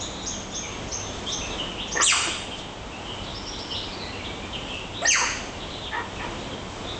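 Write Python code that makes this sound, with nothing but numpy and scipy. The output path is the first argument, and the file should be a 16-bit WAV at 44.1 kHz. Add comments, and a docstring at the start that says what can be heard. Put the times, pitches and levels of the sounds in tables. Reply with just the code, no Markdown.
"""Gibbons calling in a tall outdoor cage, close to the microphone: twice a gruff onset breaks into a
piercing, arching squeal, then two soft grunts follow. The mesh rustles as an ape swings, and cage
walls and trees answer every call. Farther off, small birds chip and warble in the trees, over a
steady hiss of foliage and distant town with a faint machinery hum. Loud cries duck the microphone."""
import sys
import numpy as np
from scipy import signal
from scipy.fft import rfft, irfft, next_fast_len
from scipy.io import wavfile
from scipy.ndimage import uniform_filter1d, map_coordinates

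SR = 44100
rng = np.random.default_rng(int(sys.argv[2]) if len(sys.argv) > 2 else 0)


def bounce(signal):
    """Save signal as a 16-bit WAV file at the path given by the first command-line argument."""
    frames = np.transpose(np.atleast_2d(signal))
    limited = np.clip(frames, -1, 1)
    pcm = np.round(limited * 32767).astype(np.int16)
    wavfile.write(sys.argv[1], SR, pcm)


N = 308259


def amp(db):
    """Decibels to gain."""
    return 10 ** (np.asarray(db) / 20)


def unit(x):
    """Scale to rms 1."""
    return x / np.sqrt(np.mean(x ** 2) + 1e-20)


def along(points, hz):
    """Read (freq_hz, value) points on a log frequency axis."""
    freqs, values = np.transpose(points)
    return np.interp(np.log(hz + 1), np.log(freqs + 1), values)


def wobble(rate, size):
    """A smooth random curve with `rate` knots a second."""
    knots = rng.standard_normal(int(size * rate / SR) + 4)
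    return map_coordinates(knots, [np.arange(size) * rate / SR])


def filtered(x, response):
    """Shape x by a gain that is a function of frequency."""
    size = next_fast_len(len(x) + SR // 10)
    return irfft(rfft(x, size) * response(np.fft.rfftfreq(size, 1 / SR)), size)[:len(x)]


def noise(spectrum):
    """Noise of rms 1, coloured by (freq_hz, level_db) points."""
    return unit(filtered(rng.standard_normal(N), lambda hz: amp(along(spectrum, hz))))


def phase_of(hz):
    """Running phase of a moving pitch."""
    return 2 * np.pi * np.cumsum(hz) / SR


def add(track, start_s, sound):
    """Mix a sound into the track at start_s."""
    start = max(round(start_s * SR), 0)
    part = sound[:max(len(track) - start, 0)]
    track[start:start + len(part)] += part


# Spectrum of the air all around the microphone: freq_hz, level_db
HISS_SPECTRUM = [(12, -49.5), (20, -5), (43, 0.5), (96, -3), (124, -5), (145, -6), (259, -4), (352, -5.5),
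                 (379, -6), (946, -9), (1700, -17.5), (2360, -16.5), (4560, -24), (7390, -26),
                 (8600, -34.5), (11200, -74), (18900, -120)]
# Its slow swell: time_s, gain_db
HISS_SWELL = [(0, -0.5), (1.5, 1.5), (2.8, -0.5), (3.999, 0.6), (5.5, -0.5), (7, 1)]
def foliage_and_town(level_db=-35.5, waver_db=0.78):
    """Surrounding leaves and the distant town merge into a gently wavering hiss."""
    swell_db = np.interp(np.arange(N) / SR, *np.transpose(HISS_SWELL))
    return amp(level_db + swell_db + waver_db * wobble(5.2, N)) * noise(HISS_SPECTRUM)


# Machinery a long way off: pitch_hz, level_db
HUM_TONES = [(96.5, -51), (194, -52.5)]
def machinery_hum(waver_db=3, drift=0.02005):
    """Two low tones of distant machinery, each wandering in level and pitch."""
    hum = np.zeros(N)
    for hz, db in HUM_TONES:
        gain = np.sqrt(2) * amp(db + waver_db * wobble(5, N))
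        hum += gain * np.sin(phase_of(hz * (1 + drift * wobble(8, N))))
    return hum


# Spectrum of birds in the farthest trees: freq_hz, level_db
CHORUS_SPECTRUM = [(1500, -52.5), (2400, -6.5), (3100, 8), (3800, 1.5), (4600, -34.5), (6000, -61.5)]
def distant_chorus(level_db=-49, swell_db=2.6):
    """Birds too far off to tell apart blur into a swelling band."""
    return amp(level_db + swell_db * wobble(6.3, N)) * noise(CHORUS_SPECTRUM)


def bird_note(hz, buzz, waver=.018):
    """A wavering whistle along a pitch path; fast quavering turns it into a buzz."""
    size = len(hz)
    quaver = 1 + .09 * buzz * wobble(500, size)
    phase = phase_of(hz * quaver * (1 + waver * wobble(112.5, size)))
    return np.sqrt(2) * signal.windows.tukey(size, .6) * np.sin(phase)


# Buzzy glides, well back in the trees: start_s, length_s, mid_pitch_hz, glide_octaves, level_db, buzz_share
BUZZY_GLIDES = [(0, 0.066, 3664, 0, -38.5, .7), (.09, .17, 3850, .1, -44, .6),
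                (0.284, 0.097, 3310, -0.46, -44, 0.5), (1.011, 0.15, 3540, -0.19, -47, 0.38),
                (1.255, .07, 3566, 0.35, -32.5, 0.57), (1.767, 0.074, 3156, 0.53, -35.5, 0.97),
                (2.28, 0.08, 3460, .22, -37.5, 0.68), (2.58, 0.023, 3467, .5, -41.5, 0.4),
                (3.203, 0.049, 3560, 1.4, -47, 0.45), (3.242, 0.085, 3640, .1, -42.5, 0.64),
                (3.484, 0.11, 3545, .18, -43, .9), (3.73, 0.053, 3550, .15, -33.5, 0.9),
                (3.986, 0.07, 4110, 0, -41, 0.6), (4.239, 0.033, 3325, 0.081, -37.5, 0.96),
                (4.518, 0.056, 3034, -0.66, -35.5, 0.64), (4.659, 0.072, 3060, 0.13, -40, .95),
                (4.934, 0.073, 3637, 0.27, -38, 0.67), (5.595, 0.049, 3470, -0.51, -41.5, .9),
                (5.687, .097, 3630, -0.69, -43, 0.76), (5.814, 0.079, 3290, -.55, -39, 0.7),
                (6.144, 0.091, 2540, -0.25, -43, 0.93), (6.337, 0.12, 3740, 0.38, -51, 0.28),
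                (6.864, 0.051, 3680, 0.23, -36.5, .5)]
# Whistles from the same trees: start_s, length_s, pitch_hz, start_above_share, level_db
SLIDING_WHISTLES = [(.517, 0.063, 3380, .12, -40), (.62, .05, 2295, 0.081, -42.5),
                    (1.405, 0.051, 2490, .14, -36.5), (1.5, .05, 3316, 0.24, -39),
                    (1.572, 0.061, 2800, 0.16, -33.5), (2.506, .043, 2980, .07, -38.5),
                    (2.905, 0.082, 2685, .12, -45.5), (3.05, .11, 2980, .04, -40.5),
                    (3.7, 0.043, 2833, .13, -33.5), (3.87, 0.049, 2450, 0.051, -45),
                    (4.017, 0.044, 1950, -0.046, -45), (4.119, 0.05, 2850, -0.08, -40.5),
                    (4.178, 0.064, 2320, .03, -45), (4.275, 0.044, 2295, 0.036, -48),
                    (4.411, 0.047, 2290, 0.04, -43.5), (4.71, 0.059, 2690, 0.053, -37.5),
                    (6.509, 0.037, 3190, 0.092, -42)]
def songbirds(faint_count=16, faint_hz=2866, faint_octaves=0.35, faint_db=-49.5, settle_s=0.0223):
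    """Songbirds trade buzzy glides and whistles that slide onto a held pitch, some faint and random."""
    song = np.zeros(N)
    for start_s, length_s, hz, octaves, db, buzz in BUZZY_GLIDES:
        glide_hz = hz * 2 ** (octaves * np.linspace(-.5, .5, int(length_s * SR)))
        add(song, start_s, amp(db) * bird_note(glide_hz, buzz))
    whistles = list(SLIDING_WHISTLES)
    for slot, (when, height) in enumerate(rng.random((faint_count, 2))):
        start_s = (slot + when) * N / SR / faint_count
        hz = faint_hz * 2 ** (faint_octaves * (2 * height - 1))
        whistles.append((start_s, 0.065, hz, .14, faint_db))
    for start_s, length_s, hz, above, db in whistles:
        t = np.arange(int(length_s * SR)) / SR
        slide_hz = hz * (1 + above * np.exp(-t / settle_s))
        add(song, start_s, amp(db) * bird_note(slide_hz, buzz=0.39))
    return song


def chip(top_hz, hold_s, sweep, glide_s=.0065, rise_s=0.012):
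    """One note sweeps up with a slight buzz toward a thin high pitch."""
    t = np.arange(int((rise_s + hold_s) * SR)) / SR
    below = sweep * np.exp(-t / glide_s)
    hz = top_hz * (1 - below + (.002 + .15 * below) * wobble(1200, len(t)))
    swell = np.interp(t, [0, rise_s, rise_s + hold_s / 2, rise_s + hold_s], [0.33, 0.94, 0.62, 0.35])
    return np.sqrt(2) * swell * np.sin(phase_of(hz))


# Upswept chips in the nearer trees: start_s, top_hz, level_db, hold_s
BIRD_CHIPS = [(0, 7050, -30.5, 0.014), (.26, 6720, -25.5, 0.018), (0.542, 6540, -28.5, 0.032),
              (.914, 6430, -26.5, 0.034), (1.315, 6400, -27, 0.028), (1.913, 6480, -27.5, 0.031),
              (3.34, 5470, -36.5, 0.024), (3.459, 5720, -33.5, 0.019), (3.585, 5470, -35.5, .018),
              (3.705, 5570, -33.5, 0.013), (3.825, 5300, -39, 0.0058), (3.917, 4720, -37.5, 0.02)]
def small_birds(flick_db=-14, flick_lead_s=0.041):
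    """Small birds chip, announcing each note with a faint, higher flick."""
    song = np.zeros(N)
    for start_s, top_hz, db, hold_s in BIRD_CHIPS:
        flick = chip(1.2 * top_hz, hold_s=0.012, sweep=0.36, glide_s=0.016)
        add(song, start_s - flick_lead_s, amp(db + flick_db) * flick)
        add(song, start_s, amp(db) * chip(top_hz, hold_s, sweep=.34))
    return song


# Mesh and leaves shaken at the cage: peak_s, length_s, level_db
MESH_SHAKES = [(1.172, .1, -48), (1.3, 0.12, -42), (2.592, .05, -43), (3.59, 0.016, -43),
               (4.75, 0.17, -48.5), (6.764, .14, -48)]
# Spectrum of their rustle: freq_hz, level_db
MESH_SPECTRUM = [(2000, -19), (4500, -4), (7500, -5), (9000, -17)]
def mesh_rustle(grain_db=3):
    """A swinging ape sets off brief, grainy shivers of mesh and leaves."""
    t = np.arange(N) / SR
    shake = sum(amp(db) * np.exp(-(2 * (t - peak_s) / length_s) ** 2)
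                for peak_s, length_s, db in MESH_SHAKES)
    return shake * unit(noise(MESH_SPECTRUM) * amp(grain_db * wobble(320, N)))


def resonance(source, centre_hz, width_hz):
    """One vocal tract resonance: two band-passes in series, scaled to rms 1."""
    band = lambda hz: 1j * hz * width_hz / (centre_hz ** 2 - hz ** 2 + 1j * hz * width_hz)
    return unit(filtered(source, lambda hz: band(hz) ** 2))


# A gibbon's throat, mouth and ring resonances: centre_hz, width_hz
GRUNT_FORMANTS = [(480, 490), (1060, 580), (1800, 280)]
def grunt(length_s, start_hz, end_hz, levels_db, brighten_db, rough, jitter=.12, dark_share=0.22):
    """Uneven glottal pulses and rasp pass through tract resonances whose balance shifts in the note."""
    size = int(length_s * SR)
    phase = phase_of(np.linspace(start_hz, end_hz, size) * (1 + jitter * rough * wobble(400, size)))
    pulses = unit(sum(np.cos(harmonic * phase) for harmonic in range(1, 9)))
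    rasp = unit(rng.standard_normal(size) * (1 + np.cos(phase)))
    source = ((1 - rough) * pulses + 2 * rough * rasp) * signal.windows.tukey(size, 0.6)
    mouth_tuning = (min(start_hz, end_hz) / 546) ** 0.65  # the mouth follows the pitch
    throat, mouth, ring = [
        amp(db) * resonance(source, hz * tuning, width_hz * tuning)
        for (hz, width_hz), db, tuning in zip(GRUNT_FORMANTS, levels_db, (1, mouth_tuning, 1))]
    whistle_gain = (end_hz / 720) ** 5.4 * amp(levels_db[0] - 24)  # comes out in notes that climb high
    whistle = whistle_gain * resonance(source, centre_hz=7600, width_hz=570)
    shift_db = brighten_db * np.linspace(-.5, .5, size)
    return amp(-dark_share * shift_db) * (throat + mouth) + amp(shift_db) * ring + whistle


# Gruff notes in the cage, near the microphone:
# start_s, length_s, start_hz, end_hz, throat_db, mouth_db, ring_db, brighten_db, rough_share
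GRUNT_NOTES = [(1.948, 0.034, 335, 583, -33.5, -38, -32.5, 21, 0.68),
               (1.99, 0.038, 587.6, 639, -33, -25.5, -26, 2, 0.73),
               (2.261, 0.032, 329, 331, -36.5, -49, -48, -3, 0.5),
               (5.011, 0.046, 538, 866, -31.5, -47, -45, 6, 0.2),
               (5.043, 0.022, 824, 960, -33.5, -35, -24, 15, 0.26),
               (5.204, 0.041, 522, 461, -35, -27, -32, -3, .62),
               (5.905, 0.127, 466.3, 445.7, -42.5, -35.5, -36, -16, 0.49),
               (6.179, 0.111, 435, 470, -48.5, -41.5, -45, -16, 0.52)]
def gibbon_grunts():
    """Gruff notes brighten as they lead into a squeal; those that follow one darken."""
    voice = np.zeros(N)
    for start_s, length_s, start_hz, end_hz, *levels_db, brighten_db, rough in GRUNT_NOTES:
        add(voice, start_s, grunt(length_s, start_hz, end_hz, levels_db, brighten_db, rough))
    return voice


def squeal(top_hz, rise_s, dive_s, fundamental_db, octave_db, swell_db, dive_db, third_db,
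           rough_start, rough_top):
    """A whistle that arches up and plunges; strain makes it shiver and wraps each partial in rasp."""
    start_share, bottom_hz, sag_hz_per_s = .56, 1168, 8870
    release_lead_s, release_db_per_s, die_s = .008, 301, .042
    flip_s, third_delay_s = 0.0092, 0.0076
    rough_bottom, jitter, rasp_db, flutter_db = 0.49, .045, -3, 6
    t = np.arange(-rise_s, dive_s + die_s, 1 / SR)  # zero at the top of the arch
    rise_left = np.clip(-t / rise_s, 0, 1)
    dive = np.clip(t / dive_s, 0, 1)
    drop = dive ** 1.1 + .065 * np.sin(2 * np.pi * dive)  # slackens midway, steepens toward the end
    dive_hz = top_hz - (top_hz - bottom_hz) * drop - sag_hz_per_s * np.maximum(t - dive_s, 0)
    hz = dive_hz * (1 - (1 - start_share) * rise_left ** 2)
    rough = np.interp(t, [-rise_s, 0, dive_s], [rough_start, rough_top, rough_bottom])
    effort = amp(-swell_db * rise_left - release_db_per_s * np.maximum(t - dive_s + release_lead_s, 0))
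    # Just past the top, the strength flips from the octave to the fundamental.
    fundamental = amp(np.interp(t, [0, flip_s], [fundamental_db, dive_db]))
    overtones = amp(np.interp(t, [0, flip_s], [octave_db, dive_db - 4]))
    overtones *= np.where(t > 0, np.clip((hz - 1860) / 250, 0, 1), 1)  # gone once the dive hits 1860 Hz
    third = amp(third_db) * np.clip((t - third_delay_s) / flip_s, 0, 1)
    phase = phase_of(hz * (1 + jitter * rough * wobble(1100, len(t))))
    tone = fundamental * np.sin(phase) + overtones * (np.sin(2 * phase) + third * np.sin(3 * phase))
    rasp = 1 + amp(rasp_db) * rough * wobble(1500, len(t))
    flutter = amp(flutter_db * rough * wobble(243.7, len(t)))
    return np.sqrt(2) * effort * tone * rasp * flutter * signal.windows.tukey(len(t), .06)


# Squeals in the cage, near the microphone: top_s, top_hz, rise_s, dive_s, top_fundamental_db,
# top_octave_db, swell_db, dive_db, third_over_octave_db, rough_start_share, rough_top_share
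SQUEAL_CALLS = [(2.055, 4076, .048, .074, -30.5, -22.5, 5, -21, -8, 0.8, 0.34),
                (5.093, 3224, .041, .072, -32.5, -14.5, 19, -23, -5, 0.6, 0)]
# Response of the squealing gibbon's throat and mouth: freq_hz, gain_db
SQUEAL_COLOUR = [(1000, -3), (1800, -1.5), (2200, -3.5), (2750, 1.5), (3600, -2.5), (4150, -5), (4700, 2),
                 (5350, -5.5), (5850, 0.5), (6400, -2), (6950, 3), (7600, 0.5), (8500, 1.5)]
def gibbon_squeals(gain_db=5):
    """Two piercing cries, coloured by throat and mouth."""
    voice = np.zeros(N)
    for top_s, top_hz, rise_s, *shape in SQUEAL_CALLS:
        add(voice, top_s - rise_s, squeal(top_hz, rise_s, *shape))
    return amp(gain_db) * filtered(voice, lambda hz: amp(along(SQUEAL_COLOUR, hz)))


# Reverberation of the cage and the trees around it: freq_hz, t60_s
TAIL_DECAY = [(200, 0.39), (700, 0.41), (1500, 0.71), (3000, 0.78), (6300, 0.7), (9000, 0.69)]
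# Scatter reaching the microphone from the mesh, then the far side: delay_s, spread_s, level_db
CAGE_ECHOES = [(.006, 0.024, -1.5), (.075, 0.036, -20.5)]
def enclosure(x, direct_db, walls_db, tail_db, build_s=0.032):
    """Direct sound, dense scatter from the cage, and a tail that builds up among the trees."""
    hz, frame_s, spectra = signal.stft(rng.standard_normal(SR), SR, nperseg=256)
    decay = amp(-60 * frame_s / along(TAIL_DECAY, hz)[:, None])
    _, tail = signal.istft(spectra * decay, SR, nperseg=256)
    t = np.arange(len(tail)) / SR
    tail *= 1 - np.exp(-t / build_s)
    response = amp(tail_db) * tail / np.linalg.norm(tail)
    for delay_s, spread_s, db in CAGE_ECHOES:
        burst = rng.standard_normal(len(t)) * np.exp(-t / spread_s)
        add(response, delay_s, amp(db + walls_db) * burst / np.linalg.norm(burst))
    return amp(direct_db) * x + signal.fftconvolve(x, response)[:N]


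def gain_control(x, threshold_db=-21, squeeze=0.63, release_db_per_s=35, attack_s=.008):
    """Loud cries turn the microphone's gain down a moment after they start; then it creeps back."""
    level_db = 10 * np.log10(np.abs(uniform_filter1d(x ** 2, size=300)) + 1e-12)
    excess_db = squeeze * np.maximum(level_db - threshold_db, 0)
    recovery_db = release_db_per_s * np.arange(N) / SR
    cut_db = np.maximum.accumulate(excess_db + recovery_db) - recovery_db
    lag = np.exp(-1 / (attack_s * SR))
    return x * amp(-signal.lfilter([1 - lag], [1, -lag], cut_db))


def scene():
    """From beside the cage: squeals fill it, grunts stay drier, birds are farther and more reverberant."""
    squeals = enclosure(gibbon_squeals(), direct_db=-1, walls_db=0.5, tail_db=-2)
    grunts = enclosure(gibbon_grunts(), direct_db=0.5, walls_db=1.5, tail_db=-11)
    near_birds = enclosure(small_birds(), direct_db=-4, walls_db=1, tail_db=-1.5)
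    far_birds = enclosure(songbirds(), direct_db=0, walls_db=1, tail_db=1)
    ambience = distant_chorus() + mesh_rustle() + foliage_and_town() + machinery_hum()
    return (ambience + far_birds + near_birds + grunts + squeals)[None]


def record(dry):
    """One microphone with automatic gain; its treble ends steeply above 8 kHz."""
    band = lambda hz: amp(np.interp(hz, [7900, 8400, 8700, 9000, 9200], [0, -5, -14, -34, -120]))
    return filtered(gain_control(dry[0]), band)[None]


dry = scene()
out = record(dry)
bounce(out)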